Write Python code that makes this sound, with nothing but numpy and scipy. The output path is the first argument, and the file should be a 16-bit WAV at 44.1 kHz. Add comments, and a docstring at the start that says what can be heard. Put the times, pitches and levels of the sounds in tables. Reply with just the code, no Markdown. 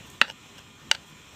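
"""Throughout, a kitchen hums as shaped noise and a motor buzzes faintly as a sum of wavering sine tones.
Wet hiss, grainy filtered noise, swells early on and returns now and then until the end. At 0.21 s a steel spoon
knocks on a bowl of rice porridge, chatters, bounces and drags; faint touches follow at 0.58 s, a second knock
at 0.91 s. Contacts and slips excite the same short modes, damped by the food; a small room answers them."""
import sys
import numpy as np
from scipy import signal
from scipy.fft import rfft, irfft
from scipy.io import wavfile
from scipy.ndimage import uniform_filter1d

SR = 44100
rng = np.random.default_rng(int(sys.argv[2]) if len(sys.argv) > 2 else 0)


def decibels_to_gain(level_db):
    """Convert a level in decibels to a linear amplitude gain (20 dB per decade)."""
    exponent = np.asarray(level_db, float) / 20
    return 10 ** exponent


def unload_audio(sound):
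    """Save the sound as a 16-bit wav file, at the path given as the first command line argument."""
    columns = np.transpose(np.atleast_2d(sound))
    # keep every value between -1 and 1, then stretch to whole-number steps
    steps = np.round(np.clip(columns, -1, 1) * 32767)
    wavfile.write(sys.argv[1], SR, steps.astype(np.int16))


N = 59535  # length [samples]


def read(points, hz):
    """Spectral interpolation: levels in dB are joined by straight lines over log frequency."""
    f, value = np.transpose(points)
    return np.interp(np.log(hz + 1), np.log(f + 1), value)


def evened(x):
    """Power normalisation: scales a signal to rms 1."""
    return x / np.sqrt(np.mean(x ** 2) + 1e-20)


def coloured(x, points):
    """Linear filtering: each frequency is multiplied by the gain read from a spectrum table."""
    hz = np.fft.rfftfreq(len(x), 1 / SR)
    return irfft(rfft(x) * decibels_to_gain(read(points, hz)), len(x))


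# spectral density of the kitchen hum, before scaling: (frequency [Hz], relative level per hertz [dB])
KITCHEN_SPECTRUM = [(20, -60), (35, -32), (60, -12), (105, 1.5), (160, -4.5), (220, -3.5), (400, -12.5),
                    (700, -17), (1100, -13), (1620, -17.5), (2440, -14), (3200, -13), (4000, -19.5),
                    (4700, -28), (5500, -21.5), (7300, -20), (8500, -26.5), (9700, -36.5), (13000, -34),
                    (15400, -34), (15700, -63), (16500, -70)]
KITCHEN_DB = -50.5  # rms level of the whole hum
PATCHY_DB, SWELL_DB, LUMPY_DB = 1.5, 1.23, 1.5  # rms level fluctuations


def kitchen():
    """Random-phase noise: Gaussian short-time spectra fluctuate in level, the low rumble more lumpily."""
    frames = N // 256 + 5
    hz = np.fft.rfftfreq(1024, 1 / SR)[:, None]
    real, imaginary, patches = rng.standard_normal((frames, 513, 3)).T
    patches = uniform_filter1d(patches, size=8, axis=0)  # smooth over frequency
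    patches = evened(uniform_filter1d(patches, size=10, axis=1))  # smooth over time
    swell = evened(uniform_filter1d(rng.standard_normal(frames), 30))
    lumps = evened(uniform_filter1d(rng.standard_normal(frames), 4))
    db = read(KITCHEN_SPECTRUM, hz) + PATCHY_DB * patches + SWELL_DB * swell
    db += LUMPY_DB * lumps / (1 + (hz / 500) ** 2)
    spectra = (real + 1j * imaginary) * decibels_to_gain(db)
    hum = signal.istft(spectra, nperseg=1024, noverlap=768)[1][:N]
    return decibels_to_gain(KITCHEN_DB) * evened(hum)


# motor harmonics: (multiple of twice the mains rate, rms level before wavering [dB])
BUZZ_HARMONICS = [(4, -68), (10, -67), (11, -73), (12, -70), (14, -72), (18, -69), (24, -67), (25, -69),
                  (28, -73), (51, -79), (72, -73), (74, -76), (75, -77)]
# separate motor whines: (frequency [Hz], rms level before wavering [dB])
WHINES = [(156, -70.5), (3241, -69.5), (3262, -68.5), (3531, -71), (3634, -79), (4081, -73), (5600, -75)]
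TWICE_MAINS_HZ, WAVER_DB = 100.66, 3.5


def buzz():
    """Additive synthesis: steady-pitched harmonics and whines of a motor, each wavering in level."""
    t, out = np.arange(N) / SR, np.zeros(N)
    harmonics = [(multiple * TWICE_MAINS_HZ, db) for multiple, db in BUZZ_HARMONICS]
    for hz, db in harmonics + list(WHINES):
        waver = np.interp(t, np.linspace(0, N / SR, 24), rng.standard_normal(24))
        tone = np.sin(2 * np.pi * (hz * t + rng.random()))
        out += np.sqrt(2) * decibels_to_gain(db + WAVER_DB * waver) * tone
    return out


# the spoon moving through the food: (middle [s], half-length to 1/e of the amplitude [s], peak level [dB])
SQUELCH_SWELLS = [(.07, 0.012, -57), (.102, .002, -50), (.112, 0.014, -60), (.145, 0.033, -62),
                  (0.296, 0.031, -64), (0.586, .006, -55), (0.935, 0.016, -59), (1.06, .004, -72),
                  (1.09, 0.029, -61.5)]
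# spectrum of the wet hiss, before scaling: (frequency [Hz], relative level [dB])
WET_SPECTRUM = [(3500, -34), (5500, -1), (8000, 4), (10000, -10), (12500, -2), (15300, -6), (16000, -40)]


def squelch():
    """Amplitude-modulated noise: grainy treble hiss under Gaussian swells as the spoon moves in the food."""
    t = np.arange(N) / SR
    level = sum(decibels_to_gain(db) * np.exp(-((t - middle) / half) ** 2) for middle, half, db in SQUELCH_SWELLS)
    grain = evened(uniform_filter1d(rng.standard_normal(N), size=60))
    hiss = rng.standard_normal(N) * decibels_to_gain(2.2 * grain)
    return level * evened(coloured(hiss, WET_SPECTRUM))


# modes of spoon and bowl together: (frequency [Hz], 60 dB decay time [s], level at spot 0 low on the wall [dB],
# level at spot 1 high on the wall [dB], level at spot 2 under the food [dB])
MODES = [(228, 0.052, -28.5, -50, -30), (544, .028, -21, -19, -12), (887, .028, -17.5, -15, -11),
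         (1297, 0.011, -5.5, -28, -18), (1508, .013, -4, -2, -9), (1840, .012, 0.5, -18, -13),
         (2044, 0.0094, -5, -11.5, -14), (2566, 0.0058, -10, -14.5, -14), (2762, 0.0076, 5, -18.5, -13),
         (2892, .013, -12, 0, 0.5), (3437, .011, -14, -8.5, -23), (3918, 0.01, -7.5, -6.5, -19),
         (4170, 0.0077, -13, -6, -26), (4526, 0.0094, -10.5, -4.5, -24), (5350, .009, -23, -13, -8.5),
         (5850, 0.0081, -26, -16, -9), (6440, .007, -30, -16, -14), (7480, 0.0071, -42, -19.5, -22),
         (7900, 0.0077, -38, -18.5, -16), (8520, 0.0073, -34, -19.5, -24)]
RISE_S = 0.0001  # time constant of the onset


def ring(t, spot, hardness_db):
    """Modal superposition: damped sines after a contact at t = 0; neighbours start in opposite directions."""
    hz, t60 = np.transpose(MODES)[:2, :, None]
    t = np.maximum(t, 0)
    sign = (-1.) ** np.arange(len(MODES))[:, None]
    db = np.array([[np.interp(spot, (0, 1, 2), mode[2:])] for mode in MODES])
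    db += hardness_db * np.log2(hz / 2800)  # a harder contact tilts the spectrum upward
    decay = 1000. ** (-t / t60)
    swing = sign * decibels_to_gain(db) * decay * np.sin(2 * np.pi * hz * t)
    return swing.sum(0) * (1 - np.exp(-t / RISE_S))


# knocks, bounces and light touches: (time [s], level [dB], spot [0 to 2], hardness [dB per octave])
CONTACTS = [(0.212, -42, 0.54, 4), (.21388, -14.5, 0, -1), (.2146, -2, 0.015, -1), (0.2169, -18.5, 0.14, 2),
            (.2198, -14, 0.064, -1), (.2210, -19.5, 0.07, 0), (.2233, -25.5, 0, 3), (.2320, -32, 0.042, -6),
            (.2400, -35, .2, 3), (.2450, -36, 0.41, -6), (.2510, -34, 0, -5), (.2812, -33, 1.8, -1.5),
            (.2968, -38, 2, 0.5), (.2986, -37, 2, 0), (.3003, -26.5, 1.3, 0), (.3103, -36.5, 1.8, 3),
            (.5812, -38.5, 2.3, 3), (.5915, -41, 2.2, 2.5), (.9131, -13, 1.03, 4), (.91413, -5, 1.07, 2.5),
            (.91618, -17.5, 0.83, 2), (.9230, -25, 0.43, 0), (0.9266, -36, 0.31, -3), (.9463, -35, 1, 1.5),
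            (0.9493, -23, 0.72, 1), (.9530, -30, 1, 1), (0.964, -43, 0.59, -5.5)]
# spectrum of the crack at each contact: (frequency [Hz], gain [dB])
CRACK_SPECTRUM = [(300, -42), (1000, -6.5), (3000, 10), (8000, -5), (10000, -16), (15500, -18),
                  (16300, -24), (16500, -60)]
CRACK_DB, CRACK_T60_S = -12.5, 0.0076  # level against the contact, before hardness; 60 dB decay time


def taps():
    """Impact excitation: every contact rings the modes and gives a short bright crack of noise."""
    out, crack = np.zeros(N), np.zeros(N)
    for time, db, spot, hardness_db in CONTACTS:
        at = int(time * SR) + 1 + np.arange(3000)
        t = at / SR - time  # keeps the contact's timing between samples
        out[at] += decibels_to_gain(db) * ring(t, spot, hardness_db)
        crack[at] += decibels_to_gain(db + CRACK_DB + 2 * hardness_db) * 1000. ** (-t / CRACK_T60_S)
    return out + coloured(crack * rng.standard_normal(N), CRACK_SPECTRUM)


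ROOM_T60_S = 0.16


def room(x):
    """Statistical reverberation: convolution with sparse reflections of random sign that die away."""
    tail = np.zeros(16000)
    slots = np.arange(120, 15970, 22)
    at = slots + rng.integers(0, 22, len(slots))
    tail[at] = rng.choice([-1., 1.], len(at)) * 1000. ** (-at / SR / ROOM_T60_S)
    return signal.fftconvolve(x, tail / np.linalg.norm(tail))[:N]


# the spoon dragging on the glaze: (spot [0 to 2], level curve as (time [s], level [dB]))
DRAG_CURVES = [(0.22, [(.218, -35), (.235, -40), (.26, -46), (.28, -50.5), (.3, -63)]), (2, [(.27, -59),
               (.292, -47.5), (.3, -42.5), (.315, -53), (.33, -62)]), (2.3, [(.579, -65), (.583, -47),
               (.593, -50), (.598, -69)]), (0.93, [(.917, -46), (.93, -44.5), (.943, -46), (.951, -46),
               (.96, -63), (.98, -78)])]
SLIPS_PER_S, SLIP_SPREAD_DB = 5000, 3.  # mean rate; scale of the exponential spread


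def drags():
    """Frictional excitation: random uneven slips drive the same modes."""
    t, out = np.arange(N) / SR, np.zeros(N)
    slips = (rng.random(N) < SLIPS_PER_S / SR) * rng.choice([-1, 1], N)
    strength = decibels_to_gain(SLIP_SPREAD_DB * np.minimum(rng.exponential(1, N), 4))
    slips = evened(slips * strength)
    for spot, level in DRAG_CURVES:
        body = ring(t[:3000], spot, 0)
        force = decibels_to_gain(np.interp(t, *np.transpose(level), left=-150, right=-150))
        out += signal.oaconvolve(slips * force, body / np.linalg.norm(body))[:N]
    return out


LOW_CUT_HZ, ROOM_DB = 225, -22.5  # bass limit of the spoon and bowl; room gain


def scene():
    """Linear superposition: spoon and bowl, too small to radiate bass, with their room, over the kitchen."""
    background = kitchen() + buzz() + squelch()
    low_cut = signal.butter(2, LOW_CUT_HZ, "high", fs=SR, output="sos")
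    spoon = signal.sosfilt(low_cut, taps() + drags())
    mix = background + spoon + decibels_to_gain(ROOM_DB) * room(spoon)
    return mix[None]  # one channel


def band_limit(x):
    """A steep low-pass at the top of the band."""
    return signal.sosfilt(signal.butter(12, 16420, fs=SR, output="sos"), x)


def record(dry):
    """Amplitude limiting: the converter clips at full scale."""
    finished = np.clip(dry, -1, 1)
    return band_limit(finished)


dry = scene()
out = record(dry)
unload_audio(out)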